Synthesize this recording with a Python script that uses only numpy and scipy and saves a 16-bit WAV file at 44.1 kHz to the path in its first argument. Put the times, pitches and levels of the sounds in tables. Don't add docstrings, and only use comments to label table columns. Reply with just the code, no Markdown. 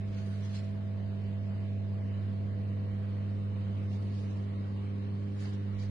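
import sys
import numpy as np
from scipy import signal
from scipy.fft import rfft, irfft, next_fast_len
from scipy.io import wavfile
from scipy.ndimage import uniform_filter1d, map_coordinates

SR = 44100
rng = np.random.default_rng(int(sys.argv[2]) if len(sys.argv) > 2 else 0)


def bounce(signal):
    frames = np.transpose(np.atleast_2d(signal))
    limited = np.clip(frames, -1, 1)
    pcm = np.round(limited * 32767).astype(np.int16)
    wavfile.write(sys.argv[1], SR, pcm)


def decibels_to_gain(level_db):
    exponent = np.asarray(level_db, float) / 20
    return 10 ** exponent


N = 260183

PULL_HZ, SHAFT_HZ = 100.13, 42.76
FIRST_CREST_S = .00262
# (time [s], distance moved [cm])
WALK = [(0, 5), (1.2, 10.7), (2.2, 22.6), (3.3, 32.3), (4.2, 34.2), (5, 52), (5.55, 50), (5.7, 69.4),
        (5.9, 77)]


def unit(x):
    return x / np.sqrt(np.mean(x ** 2) + 1e-20)


def along(points, hz):
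    f, v = np.transpose(points)
    return np.interp(np.log(hz + 1), np.log(f + 1), v)


def curves(rows):
    s, *cols = np.transpose(rows)
    return [np.interp(np.arange(N) / SR, s, c) for c in cols]


def wobble(rate):
    knots = rng.standard_normal(int(N * rate / SR) + 4)
    return map_coordinates(knots, [np.arange(N) * rate / SR])


def ports(pan_db):
    return decibels_to_gain(np.array([pan_db / 2, -pan_db / 2]))


def standing(wave):
    crest_db, place, spacing, depth_db = np.transpose(wave)[..., None]
    moved_cm = curves(WALK)[0]
    return crest_db - depth_db * np.sin(np.pi * (moved_cm - place) / spacing) ** 2


def tone(hum, shaft, lag):
    turns = (hum * PULL_HZ + shaft * SHAFT_HZ) * (np.arange(N) / SR - FIRST_CREST_S)
    return np.sqrt(2) * np.cos(2 * np.pi * turns - lag)


def rush(spectrum, patchy_db, lead_s, direct=1):
    # (frequency [Hz], left-right likeness [0-1])
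    alike = [(30, .9), (80, 0.6), (200, .8), (400, .5), (1000, 0.36), (3000, 0.32), (6000, 0.24),
             (8500, 0.26), (11000, 0.4)]
    # (frequency [Hz], left-right difference [dB])
    lean = [(30, -6), (80, 8.5), (250, 1), (1000, 0), (8000, -2)]
    z = signal.stft(rng.standard_normal((2, N + 1024)), nperseg=512)[2]
    patches = uniform_filter1d(rng.standard_normal(z.shape[1:]), size=6, axis=0)
    patches = uniform_filter1d(patches, size=14, axis=1)
    pair = signal.istft(z * decibels_to_gain(patchy_db * unit(patches)), nperseg=512)[1]
    m = next_fast_len(N + 8192)
    hz = np.fft.rfftfreq(m, 1 / SR)
    turn = np.arccos(np.clip(direct * along(alike, hz), -1, 1)) / 2
    mid, side = rfft(pair, m) * decibels_to_gain(along(spectrum, hz)) * [np.cos(turn), np.sin(turn)]
    lead = np.exp(1j * np.pi * hz * lead_s * np.array([[1], [-1]]))
    stereo = np.array([mid + side, mid - side]) * ports(along(lean, hz)) * lead
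    return unit(irfft(stereo, m)[:, :N])


def strokes(peak, rise, fall, db):
    edge_db = 15.5
    late = np.arange(N) / SR - peak
    away = np.where(late < 0, -late / rise, late / fall)
    return decibels_to_gain(db - edge_db * away ** 0.88).sum(0)


def drone():
    # (time [s], lag [rad], extra lag at the left port [rad])
    drag = [(0, .2, 0), (1.5, .05, .25), (3.8, 0, .25), (4.4, .15, 0), (5, .45, -.15), (5.5, .75, 0),
            (5.9, .85, .4)]
    # (crest [dB], crest place [cm], crest spacing [cm], depth [dB])
    drone_wave = [(-35, 30, 67, 2), (-33, 24.4, 55, 2.5)]
    lag, left_lag = curves(drag)
    sway_db = 0.5 * np.array([wobble(12), wobble(12)])
    return decibels_to_gain(standing(drone_wave) + sway_db) * tone(1, 0, np.array([lag + left_lag, lag]))


def octave():
    # (crest [dB], crest place [cm], crest spacing [cm], depth [dB])
    octave_wave = [(-44.5, 90, 170, 3.5), (-40, 16, 310, 0.91)]
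    flutter_db, flutter_hz, flutter_wide_hz = [[-57], [-54]], -6.5, 7
    slip = -2 * np.pi * flutter_hz * np.arange(N) / SR
    flutter = sum(wobble(flutter_wide_hz) * tone(2, 0, slip + q) for q in (0, np.pi / 2))
    return decibels_to_gain(standing(octave_wave)) * tone(2, 0, 1.2) + decibels_to_gain(flutter_db) * unit(flutter)


def buzz():
    orders = [
        (3, 0, .5),
        (4, 0, -.4),
        (5, 0, 1.2),
        (1, 13, 0),
        (0, 45, 0),
        (0, 26, 0),
        (6, 0, 0),
        (0, 13, 0),
    ]
    side_phase = [(0.14, -0.013), (1.5, -0.015), (1.17, 0.0081), (0.1, 0.056), (4, -.07), (1.65, -0.0039),
                  (0.5, .01), (0.5, 0.003)]
    # (crest [dB], crest place [cm], crest spacing [cm], depth [dB])
    third_wave = [(-62, 41, 96, 11), (-51.5, 53.7, 160, 23)]
    fourth_wave = [(-53, 51, 91, 10.3), (-60, 58, 52, 7.5)]
    fifth_wave = [(-60, 56, 130, 7), (-56.5, 27, 44, 3.7)]
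    slot_wave = [(-60, 20, 96, 10), (-59, 11, 100, 8)]
    whistle_wave = [(-71, 43, 15, 13), (-70.5, 43, 15, 16)]
    low_whistle_wave = [(-71, 48, 75, 8), (-74, 46, 40, 6.8)]
    sixth_wave = [(-71.5, 43, 100, 3), (-65, 12, 97, 9)]
    bar_wave = [(-71, 40, 80, 4), (-68, 45, 80, 8)]
    waves = (third_wave, fourth_wave, fifth_wave, slot_wave,
             whistle_wave, low_whistle_wave, sixth_wave, bar_wave)
    moved_cm = curves(WALK)[0]
    out = np.zeros((2, N))
    for wave, (multiple, order, late), (gap, turning) in zip(waves, orders, side_phase):
        unsteady = decibels_to_gain(standing(wave) + 1.3 * np.array([wobble(3.6), wobble(6.9)]))
        drift = (0.069 + 0.045 * order) * wobble(1.2)
        port_lag = [[0], [1]] * (gap + turning * moved_cm)
        out += unsteady * tone(multiple, order, late + drift + port_lag)
    return out


def rotor():
    orders = [(1, 1), (2, -1), (2, 1), (3, -1), (2, 2), (4, -1), (0, 9), (0, 15), (1, 14), (0, 39), (0, 54)]
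    # (level [dB], left-right difference [dB])
    levels = [(-61, -3), (-57.5, -3), (-68, 0), (-69, 0), (-69, 0), (-74, 0), (-67, 3), (-73, -2), (-77, 0),
              (-84.5, -2), (-90, 0)]
    out = np.zeros((2, N))
    for (multiple, order), (db, pan_db) in zip(orders, levels):
        fading = decibels_to_gain(db + (0.1 + 0.1 * abs(order)) * np.array([wobble(1.3), wobble(0.97)]))
        port_drift = min(1.1, 0.033 * multiple + 0.2 * abs(order))
        drift = .16 * order * wobble(1.6) + port_drift * np.array([wobble(0.64), wobble(.7)])
        out += fading * ports(pan_db)[:, None] * tone(multiple, order, drift)
    return out


def air():
    # (frequency [Hz], density [dB/Hz])
    duct_spectrum = [(15, -27), (25, -18), (40, -13), (55, -12), (80, -3), (120, -8.5), (180, -9),
                     (260, -7.5), (330, -11.5), (450, -14), (620, -17.5), (760, -23.5), (1100, -32),
                     (1500, -120)]
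    # (frequency [Hz], density [dB/Hz])
    grille_spectrum = [(300, -39.5), (600, -6), (780, -1.5), (880, -1.5), (1100, .5), (1300, -3),
                       (2000, -4), (2600, -7.5), (3100, -7), (3350, -11), (3650, -10), (4200, -12),
                       (5200, -18.5), (6500, -26), (7400, -25.5), (8000, -28), (10000, -29), (11800, -38.5),
                       (13000, -120)]
    duct_wave, grille_wave = (-48.5, 29.5, 75, 2), (-58.5, 42.5, 50.5, 1.17)
    upper_hz, upper_wave = 480, (.7, 18, 110, 4)
    lead_s = .00045
    duct = decibels_to_gain(.4 * wobble(7)) * rush(duct_spectrum, patchy_db=.5, lead_s=lead_s / 2)
    highpass = signal.butter(2, upper_hz, "high", fs=SR, output="sos")
    upper = signal.sosfiltfilt(highpass, duct)
    duct = duct + (decibels_to_gain(standing(upper_wave)) - 1) * upper
    grille = rush(grille_spectrum, patchy_db=1.73, lead_s=lead_s, direct=.7)
    grille = decibels_to_gain(0.39 * wobble(6.7)) * grille
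    return decibels_to_gain(standing(duct_wave)) * duct + decibels_to_gain(standing(grille_wave)) * grille


def rustle():
    # (peak [s], rise [s], fall [s], cloth level [dB], sole level [dB])
    slides = [(.17, 0.18, 0.18, -69, -63), (.28, 0.21, 0.21, -61, -65.5), (.45, 0.18, 0.15, -63.5, -63.5),
              (.548, 0.03, 0.08, -57.5, -66), (.59, .06, .08, -57.5, -68), (3.93, 0.086, 0.13, -65, -82),
              (4.14, 0.15, 0.4, -62.5, -68.5), (5.411, 0.11, 0.19, -59, -65.5),
              (5.459, 0.05, 0.086, -63.5, -56.5), (5.8, 0.048, 0.091, -58, -68),
              (5.83, 0.027, .05, -62, -62)]
    # (peak [s], rise [s], fall [s], level [dB])
    brushes = [
        (.3, .15, 0.25, -73),
        (.55, .04, 0.084, -72),
        (4.049, .2, .35, -79),
        (5.41, .07, 0.13, -71),
    ]
    # (frequency [Hz], density [dB/Hz])
    cloth_spectrum = [(1200, -41), (2200, -3.5), (3200, 1), (4800, 0), (6500, -5), (8400, -13.5),
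                      (10300, -22), (11600, -24.5), (13000, -120)]
    # (frequency [Hz], density [dB/Hz])
    sole_spectrum = [(400, -36.5), (800, -5), (1200, 0.5), (2000, 2.5), (3000, -5), (5000, -25),
                     (7000, -120)]
    # (frequency [Hz], density [dB/Hz])
    weave_spectrum = [(5000, -40.5), (7500, -5.5), (9000, 0), (10300, -5), (11600, -14), (13000, -120)]
    peak, rise, fall, cloth_db, sole_db = np.transpose(slides)[..., None]
    grain = decibels_to_gain(1.1 * wobble(60) + .8 * wobble(18))
    catching = decibels_to_gain(1.2 * wobble(35))
    cloth = rush(cloth_spectrum, patchy_db=2.5, lead_s=0.00019, direct=0.26)
    cloth = strokes(peak, rise, fall, cloth_db) * catching * cloth
    sole = rush(sole_spectrum, patchy_db=2.0, lead_s=0.000097, direct=0.79)
    sole = strokes(peak, rise, fall, sole_db) * sole
    weave = rush(weave_spectrum, patchy_db=0.5, lead_s=0, direct=0)
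    weave = strokes(*np.transpose(brushes)[..., None]) * weave
    return grain * (cloth + sole + weave)


def steps():
    # (time [s], peak level [dB], pitch [Hz], left-right difference [dB])
    footfalls = [(.075, -43, 52, 1), (.135, -49, 45.4, -2), (.54, -52, 54.4, 0), (2.92, -49, 58.4, -7),
                 (2.96, -53, 247, -2), (3.08, -52, 42, -4), (3.19, -52, 49.8, 1), (3.371, -45.5, 54.7, 0.5),
                 (5.3, -45, 72, 0), (5.452, -60, 810, 0), (5.466, -59, 1040, 0), (5.73, -47, 58, -3),
                 (5.87, -46, 45, -2)]
    out = np.zeros((2, N + SR))
    t = np.arange(SR // 2) / SR
    for s, db, hz, pan_db in footfalls:
        fade = decibels_to_gain(db + 7.0 - 60 * t / .22 * (hz / 50) ** .3)
        onset = 1 - np.exp(-t / .02 * (hz / 50) ** .6)
        push = np.sin(2 * np.pi * hz * t) * fade * onset
        out[:, round(s * SR):][:, :len(t)] += ports(pan_db)[:, None] * push
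    return out[:, :N]


def scene():
    return drone() + octave() + buzz() + rotor() + air() + rustle() + steps()


def band_limit(x):
    return signal.sosfilt(signal.butter(12, 11700, fs=SR, output="sos"), x)


def record(dry):
    # (frequency [Hz], level [dB])
    masked = [(680, -40), (780, -19), (880, -14), (1050, -16), (1500, -10), (2800, -8), (3350, -5.5),
              (3800, -7), (4400, -6.5), (5600, -3.5), (7000, -4.5), (7800, -2), (8400, -6.5)]
    margin = 4096 - 534
    pair = np.array([dry[0] + dry[1], dry[0] - dry[1]])
    pair = np.pad(pair, ((0, 0), (margin, margin)), "reflect", reflect_type="odd") / 2
    hz, _, z = signal.stft(pair, SR, window="cosine", nperseg=2048)
    z[1, (hz > 8250) & (hz < 10350)] *= decibels_to_gain(-12)
    z[0, hz > 10450] *= decibels_to_gain(-5.5)
    z[0, hz > 11130] = 0
    narrow = uniform_filter1d(abs(z) ** 2, size=6, axis=1)
    local = uniform_filter1d(narrow.sum(axis=0), size=48, axis=0)
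    local = uniform_filter1d(local, size=3, axis=1)
    uneven = uniform_filter1d(rng.standard_normal(z.shape), size=16, axis=1)
    uneven = uniform_filter1d(uneven, size=3, axis=2)
    side_spared_db = 1.8 * np.clip(hz / 6000, 0, 1)[:, None] * [[[0]], [[1]]]
    threshold_db = along(masked, hz)[:, None] + (2.0 * unit(uneven) - side_spared_db)
    z *= narrow > local * decibels_to_gain(2 * threshold_db)
    thinned = signal.istft(z, SR, window="cosine", nperseg=2048)[1]
    mid, side = thinned[:, margin:margin + N]
    return band_limit(np.array([mid + side, mid - side]))


dry = scene()
out = record(dry)
bounce(out)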